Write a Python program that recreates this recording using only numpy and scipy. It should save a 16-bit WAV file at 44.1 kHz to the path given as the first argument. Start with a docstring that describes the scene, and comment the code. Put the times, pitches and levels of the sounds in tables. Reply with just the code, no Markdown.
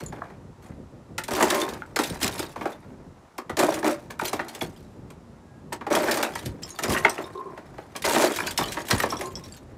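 """A plastic shovel drags along a snowy roof edge and breaks off rows of icicles.
The blade knocks and rattles, and the gutter rings as it scrapes past. The ice cracks, thin shards ring,
thick pieces clack on the deck and heavy ones thud into the snow. Light wind, a far hum and a faint
whistle lie underneath; the house wall, deck and railing throw a little sound back."""
import sys
import numpy as np
from scipy import signal
from scipy.io import wavfile
from scipy.ndimage import uniform_filter1d

SR = 44100
rng = np.random.default_rng(int(sys.argv[2]) if len(sys.argv) > 2 else 0)


def generate_wav(sig):
    """Save sig (samples, or channels by samples) to the path in sys.argv[1] as 16-bit PCM at SR."""
    pcm = np.round(np.clip(np.atleast_2d(sig).T, -1, 1) * 32767).astype(np.int16)
    wavfile.write(sys.argv[1], SR, pcm)


N = 430857


def from_db(db):
    """Turn decibels into a number to multiply by."""
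    return 10 ** (np.asarray(db) / 20)


def fade(clicks, fade_s):
    """Make every click die away by 60 dB in fade_s seconds."""
    return signal.lfilter([1], [1, -from_db(-60 / (fade_s * SR))], clicks + 1e-12)


def resonate(x, modes, strengths=None):
    """Ring an object's modes (its natural pitches); without strengths, white noise keeps its level."""
    out, power = 0, 0
    for k, (hz, width, level_db) in enumerate(modes):
        r = np.exp(-np.pi * width / SR)
        b = (1 - r * r) / 2 * np.array([1, 0, -1])
        a = [1, -2 * r * np.cos(2 * np.pi * hz / SR), r * r]
        drive = x if strengths is None else x * strengths[k]
        out += (-1) ** k * from_db(level_db) * signal.lfilter(b, a, drive + 1e-18)
        power += from_db(level_db) ** 2 * (1 - r * r) / 2
    return out / np.sqrt(power)


def shaped_noise(loudness, spectrum):
    """Noise that follows a loudness curve; the spectrum sets the balance of low and high."""
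    hz, level_db = np.transpose(spectrum)
    edges = hz[0] * 2 ** np.arange(0, np.log2(hz[-1] / hz[0]) + .5, .5)  # half-octave bands
    edges = np.minimum(edges, .45 * SR)
    noise = loudness * rng.standard_normal((2, N))
    out, power = 0, 0
    for k, (low, high) in enumerate(zip(edges, edges[1:])):
        gain = from_db(np.interp(np.log(low * high) / 2, np.log(hz), level_db))
        band = signal.butter(2, [low, high], "band", fs=SR, output="sos")
        out += gain * signal.sosfilt(band, noise[k % 2])
        power += gain ** 2 * (high - low) * 2 / SR
    return out / np.sqrt(power)


def flutter(per_s, spread_db, fade_s):
    """Loudness curve of random bumps of uneven size, with an average power of 1."""
    sizes = from_db(spread_db * np.minimum(rng.exponential(1, N), 4))
    bumps = fade(sizes * (rng.random(N) < per_s / SR), fade_s)
    return bumps / np.sqrt(np.mean(bumps ** 2) + 1e-20)


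def hits(rows, fade_s, rise_s, tail_s, tail_db):
    """Loudness curve of single hits: a short rise, a quick fade and a weaker, slow tail."""
    start_s, level_db = np.transpose(rows)[:2]
    clicks, tail = np.zeros(N), from_db(tail_db)
    clicks[(start_s * SR).astype(int)] = from_db(level_db)
    return fade(clicks, fade_s) + tail * fade(clicks, tail_s) - (1 + tail) * fade(clicks, rise_s)


def stretches(start_s, length_s, level_db, swell_db, fade_s, tail_s, tail_db, rise_s=0.0013):
    """Loudness curve of longer sounds: each rises, swells or sinks while held, then fades."""
    power = np.zeros(N)
    for start, held, db, swell in np.broadcast(start_s, length_s, level_db, swell_db):
        span = np.arange(int(start * SR), min(N, int((start + held + tail_s) * SR)))
        t = span / SR - start
        hold = from_db(db + swell * np.minimum(t / held, 1)) * (1 - np.exp(-t / rise_s))
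        after = np.maximum(t - held, 0)
        release = from_db(-60 * after / fade_s) + from_db(tail_db - 60 * after / tail_s)
        power[span] += (hold * release / (1 + from_db(tail_db))) ** 2
    return np.sqrt(power)


def shovel(blade):
    """Knocks and rattling shake the plastic blade; its low boom builds more slowly than its upper ring."""
    # knocks and landings: start_s, level_db, pitch_hz
    knocks = [(0.124, -29, 786), (1.183, -18.5, 1390), (1.283, -21.5, 706), (1.405, -11, 1070),
              (1.424, -8.5, 990), (1.506, -13.5, 1360), (1.962, -11, 1470), (1.989, -12.5, 755),
              (2.394, -24, 664), (2.559, -23, 780), (2.61, -21.5, 890), (2.655, -16.5, 830),
              (3.382, -21, 1040), (3.495, -21, 714), (3.569, -18.5, 735), (3.596, -11.5, 1100),
              (3.628, -12, 704), (3.828, -17, 800), (4.102, -28, 1400), (4.215, -19.5, 750),
              (4.33, -15.5, 720), (4.393, -20, 910), (4.614, -18.5, 780), (5.102, -36, 790),
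              (5.722, -19.5, 930), (5.81, -23.5, 1170), (5.866, -20, 724), (5.962, -15, 743),
              (6.082, -12.5, 1510), (6.23, -13.5, 1100), (6.355, -18.5, 1960), (6.788, -20, 1070),
              (6.838, -16.5, 890), (6.903, -20, 700), (7.049, -7.5, 980), (7.183, -21, 736),
              (7.575, -29.5, 719), (7.781, -27.5, 806), (7.952, -24, 895), (8.041, -17, 1930),
              (8.16, -10, 700), (8.586, -15.5, 840), (8.611, -18.5, 1000), (8.769, -16, 1730),
              (8.908, -8.5, 1660), (9.035, -12.5, 734), (9.123, -16.5, 1010), (9.209, -21.5, 990)]
    # the blade's low and upper modes: pitch_hz, width_hz, level_db
    low_modes = [(154, 93, -7), (230, 33, 5), (317.5, 39, 8.5), (378, 42.4, 9.5), (469, 114, 8.5),
                 (538, 176, 12), (624, 268, 8.5)]
    upper_modes = [(780, 67, -1.5), (927, 84, 0), (1138, 218, 3), (1272, 540, 2), (1578, 417, 1.5),
                   (1783, 312, -1), (2123, 700, -8), (2477, 203, -9.5)]
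    rattle = blade * flutter(600, spread_db=2.5, fade_s=0.019)
    noise = rng.standard_normal((3, N))
    start_s, level_db, pitch_hz = np.transpose(knocks)
    boom_db = level_db - 1 - 10 * np.log2(pitch_hz / np.median(pitch_hz))  # low knocks boom more
    thump = hits(np.transpose([start_s, boom_db]), fade_s=0.053, rise_s=0.0029, tail_s=0.22, tail_db=-11)
    boom = resonate((thump + from_db(1) * rattle) * noise[0], low_modes)
    tap = hits(knocks, fade_s=0.055, rise_s=0.00023, tail_s=0.26, tail_db=-13)
    # each knock lands on another spot, so the modes near its pitch ring louder
    octaves_away = np.log2(np.array(upper_modes)[:, 0] / pitch_hz[:, None])
    spot_db = 5.5 * (np.exp(-(octaves_away / 0.34) ** 2) - .5)
    spot_db += 2 * rng.standard_normal(spot_db.shape)
    latest_knock = np.maximum(np.searchsorted(start_s, np.arange(N) / SR) - 1, 0)
    upper = resonate(tap * noise[1], upper_modes, from_db(spot_db)[latest_knock].T)
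    upper += resonate(rattle * noise[2], upper_modes)
    return boom + signal.sosfilt(signal.butter(2, 4000, fs=SR, output="sos"), upper)


def breaking_ice(splinters, pieces):
    """Ice cracks and splinters, and falling pieces patter; all of it throws off tinkling bits."""
    # cracks: start_s, level_db
    cracks = [(1.18, -27.5), (1.2366, -31.5), (1.281, -34), (1.3493, -34), (1.4067, -30), (1.4254, -23),
              (1.5017, -22.5), (1.5444, -28.5), (1.5993, -34), (1.6881, -36.5), (1.7345, -41), (1.96, -23),
              (1.9889, -26.5), (2.0346, -26), (2.2293, -24), (2.393, -28.5), (3.3802, -36), (3.496, -41),
              (3.5687, -27), (3.5903, -22.5), (3.7404, -31.5), (4.105, -38.5), (4.192, -37), (4.245, -38),
              (4.3302, -28.5), (4.4826, -37.5), (4.5487, -35), (5.1029, -48.5), (5.7262, -30.5),
              (5.9224, -38), (5.9504, -26), (6.1105, -22), (6.1404, -28), (6.1713, -29), (6.2267, -23),
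              (6.353, -33.5), (6.4585, -33), (6.7878, -31), (6.8347, -29.5), (6.8997, -30), (7.0472, -42),
              (7.0958, -35), (7.9612, -31.5), (8.0205, -31.5), (8.2367, -38), (8.3604, -29.5),
              (8.469, -29.5), (8.5077, -30.5), (8.5756, -19), (8.7207, -30), (8.908, -20.5), (9.209, -35)]
    # the bright tone of a crack: pitch_hz, level_db
    spectrum = [(1530, 3.5), (2600, 2), (4920, -1.5), (6520, 0), (11500, -7), (16000, -11)]
    crunch = splinters * flutter(1900, spread_db=6, fade_s=0.0095)
    patter = pieces * flutter(250, spread_db=3, fade_s=0.029)
    breaking = crunch + hits(cracks, fade_s=0.055, rise_s=0.0028, tail_s=0.1, tail_db=-17)
    return shaped_noise(breaking + patter, spectrum) + tinkle(breaking + from_db(3.5) * patter)


def tinkle(loudness, per_s=300, fade_s=0.046):
    """Countless tiny bits of ice ring briefly at scattered pitches, the high ones weaker."""
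    sizes = loudness * from_db(2.5 * np.minimum(rng.exponential(1, N), 2))
    clicks = sizes * (rng.random(N) < per_s / SR)
    pitch_choice = rng.integers(0, 40, N)
    out, decay = 0, from_db(-60 / (fade_s * SR))
    for k, hz in enumerate(np.geomspace(3200, 14000, 40)):
        angle = 2 * np.pi * hz / SR
        b, a = [0, np.sin(angle)], [1, -2 * decay * np.cos(angle), decay ** 2]
        out += from_db(-3.5 - 0.14 * k) * signal.lfilter(b, a, clicks * (pitch_choice == k) + 1e-18)
    return out


def still_air():
    """The soft, steady hiss of the outdoors."""
    # its tone: pitch_hz, level_db
    spectrum = [(88, -60), (150, -55), (226, -24), (821, -11.5), (2550, -29.5), (7920, -34), (16000, -52.5)]
    return shaped_noise(from_db(-58), spectrum)


def wind_and_thuds():
    """Light wind rumbles, and heavy pieces land in the snow with the same dull tone."""
    # that tone: pitch_hz, level_db
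    spectrum = [(25, -25), (43, -8.5), (76, -2), (144, -1), (240, -5.5), (420, -12)]
    # landings in the snow: start_s, level_db
    landings = [(.02, -31.5), (.69, -37.5), (.777, -43), (.921, -45), (2.1, -30), (2.22, -26), (4.62, -39),
                (6.457, -28), (6.88, -21), (8.6, -26), (8.92, -21.5)]
    wind = from_db(-46.5) * flutter(94, spread_db=-14, fade_s=0.27)
    thuds = hits(landings, fade_s=0.11, rise_s=0.01, tail_s=0.62, tail_db=-13.5)
    return shaped_noise(wind + thuds, spectrum)


def yard_echoes(sound):
    """Two dull echoes come back; snow swallows the rest."""
    # echoes from wall, deck and railing: delay_s, level_db
    echoes = [(.017, -12.5), (.033, -15.5)]
    back = sum(from_db(db) * np.pad(sound, (int(delay_s * SR), 0))[:N] for delay_s, db in echoes)
    return signal.lfilter([.5], [1, -.5], back)


def shards(bounce_s=.016, bounce_loss_db=10):
    """A thin shard rings at its main pitch and four weaker ones, then bounces twice."""
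    # shards landing: start_s, level_db, pitch_hz
    landings = [(0.0622, -31, 7020), (1.821, -27.5, 1440), (6.25, -29, 2650), (6.634, -27.5, 5220),
                (6.637, -52, 3270), (6.705, -33.5, 6580), (7.095, -27, 8440), (7.097, -28.5, 5800),
                (7.2417, -36.5, 3690), (7.376, -47, 3750), (8.3614, -33, 4820), (8.438, -32.5, 3120),
                (8.4707, -26.5, 2540), (8.484, -27.5, 4700), (8.64, -27, 3060), (8.685, -29.5, 4000),
                (9.1045, -26, 5540), (9.169, -29.5, 5630), (9.2583, -36, 6850), (9.3546, -27.5, 5410),
                (9.439, -37, 5590), (9.523, -37, 7560)]
    out, t = np.zeros(N + SR), np.arange(SR // 4) / SR
    loudness = from_db(-60 * t / 0.043) * (1 - np.exp(-t / 0.00011))
    for start_s, level_db, pitch_hz in landings:
        ratios = [1.07, .96, .61, 1.43] * rng.uniform(.99, 1.01, 4)  # the two near 1 make it waver
        phase = 2 * np.pi * pitch_hz * t
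        for bounce in range(3):
            side_tones = sum(rng.random() * np.sin(ratio * phase) for ratio in ratios)
            ring = np.sin(phase) + from_db(-3) * side_tones
            i = int((start_s + bounce_s * bounce * rng.uniform(.5, 1.5)) * SR)
            out[i:i + len(t)] += from_db(level_db - bounce_loss_db * bounce) * loudness * ring
    return out[:N]


def clacks(contact_s=0.031):
    """A short, rough contact with the boards sets a thick piece of ice ringing."""
    # thick pieces landing: start_s, level_db, pitch_hz
    landings = [(0.219, -21, 1090), (3.684, -10.5, 644), (4.196, -15, 1530), (4.3981, -19.5, 1760),
                (4.6113, -20.5, 3360), (6.9346, -26, 1800), (6.9482, -18, 1810), (6.9643, -14, 1800),
                (6.9742, -14, 1880), (7.0257, -31, 1900), (7.048, -4.5, 2093), (7.1797, -21, 1830),
                (8.238, -8, 630), (8.3875, -16, 1510), (8.404, -14, 1570), (8.4767, -19.5, 1570),
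                (9.001, -14, 1890)]
    # a piece's three modes: pitch_ratio, width_hz, level_db
    modes = [(.64, 120, -4), (0.998, 160, -0.5), (1.53, 202, -9.5)]
    out, t = np.zeros(N + SR), np.arange(SR // 10) / SR
    for start_s, level_db, pitch_hz in landings:
        contact = rng.standard_normal(len(t)) * from_db(-60 * t / contact_s)
        clack = resonate(contact, np.array(modes) * [pitch_hz, 1, 1])
        i = int(start_s * SR)
        out[i:i + len(t)] += from_db(level_db) * clack / np.abs(clack).max()
    return out[:N]


def gutter(shaking):
    """The gutter rings while the blade drags along it."""
    # its modes: pitch_hz, width_hz, level_db
    modes = [(319, 14, 0), (592, 24, -3)]
    return resonate(shaking * rng.standard_normal(N), modes)


def hollow_object(shaking):
    """Something hollow on the deck rings as ice drops on it."""
    # its modes: pitch_hz, width_hz, level_db
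    modes = [(378, 20, 0), (1060, 30, -4)]
    # when ice drops on it: start_s, end_s, gain_db
    drops = [(1.32, 1.7, -8), (6.6, 7.3, -8), (7.35, 7.55, 7), (9.19, 9.45, 2)]
    t = np.arange(N) / SR
    gain = sum(from_db(db) * (t > start_s) * (t < end_s) for start_s, end_s, db in drops)
    return resonate(gain * shaking * rng.standard_normal(N), modes)


def far_tones():
    """A far hum and a faint whistle, each one pure tone that fades in and out."""
    # hum and whistle: start_s, end_s, level_db, pitch_hz
    tones = [(3.9, 5.9, -53, 234), (5.46, 5.64, -63, 1640)]
    out, t = 0, np.arange(N) / SR
    for start_s, end_s, level_db, pitch_hz in tones:
        loudness = uniform_filter1d(from_db(level_db) * (t > start_s) * (t < end_s), size=SR // 10)
        out += loudness * np.sin(2 * np.pi * pitch_hz * t)
    return out


def scene():
    """Shovel strokes and falling ice, with their echoes, over the quiet outdoors."""
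    # the blade drags along the edge: start_s, length_s, blade_db, ice_db, gutter_vs_blade_db, swell_db
    strokes = [(1.307, 0.33, -23.5, -37, -11, 0), (3.582, 0.21, -22, -35, -5.5, -9.5),
               (3.843, 0.089, -16, -30.5, -4, -14), (5.902, 0.34, -20.5, -37.5, -8.5, -5),
               (8.042, 0.22, -20, -29.5, -9, 3.5)]
    # broken pieces clatter down: start_s, length_s, blade_db, ice_db
    falls = [(0, 0.034, -37.5, -47), (0.126, 0.18, -40.5, -87), (0.617, 0.082, -46, -62),
             (1.67, 0.078, -32.5, -80), (1.996, 0.22, -37.5, -43.5), (2.212, 0.066, -26.5, -31),
             (2.32, 0.11, -33, -46), (2.578, 0.15, -40, -57), (4.209, 0.077, -34.5, -39),
             (4.334, 0.26, -40.5, -59), (4.607, 0.033, -43, -43), (6.24, 0.23, -41.5, -50.5),
             (6.617, 0.16, -48.5, -51.5), (6.821, 0.16, -27.5, -38), (7.019, 0.25, -36, -53.5),
             (7.294, 0.92, -48.5, -67.5), (8.293, 0.17, -30.5, -42.5), (8.577, 0.55, -40, -43),
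             (8.884, 0.12, -28, -35.5), (8.982, 0.3, -42.5, -48), (9.282, 0.29, -65, -55)]
    blade_fade = dict(fade_s=0.22, tail_s=5.7, tail_db=-22.5)
    ice_fade = dict(fade_s=0.077, tail_s=1, tail_db=-12.5)

    start_s, length_s, blade_db, ice_db, gutter_vs_blade_db, swell_db = np.transpose(strokes)
    scrape = stretches(start_s, length_s, blade_db, swell_db, **blade_fade)
    drag = stretches(start_s, length_s, blade_db + gutter_vs_blade_db, swell_db, **blade_fade)
    splinters = stretches(start_s, length_s, ice_db, swell_db, **ice_fade)

    start_s, length_s, blade_db, ice_db = np.transpose(falls)
    clatter = stretches(start_s, length_s, blade_db, swell_db=0, **blade_fade)
    pieces = stretches(start_s, length_s, ice_db, swell_db=0, **ice_fade)

    blade = np.hypot(scrape, clatter)  # their powers add
    near = shovel(blade) + breaking_ice(splinters, pieces) + shards() + clacks()
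    shaking = flutter(150, spread_db=2.5, fade_s=0.094)  # many small contacts
    near += gutter(drag * shaking) + hollow_object(blade * shaking)
    return (near + yard_echoes(near) + still_air() + wind_and_thuds() + far_tones())[None]


def record(dry):
    """Cut the highest treble steeply: 70 dB down from 16400 Hz up."""
    return signal.sosfilt(signal.cheby2(14, 70, 16400, fs=SR, output="sos"), dry)


dry = scene()
out = record(dry)
generate_wav(out)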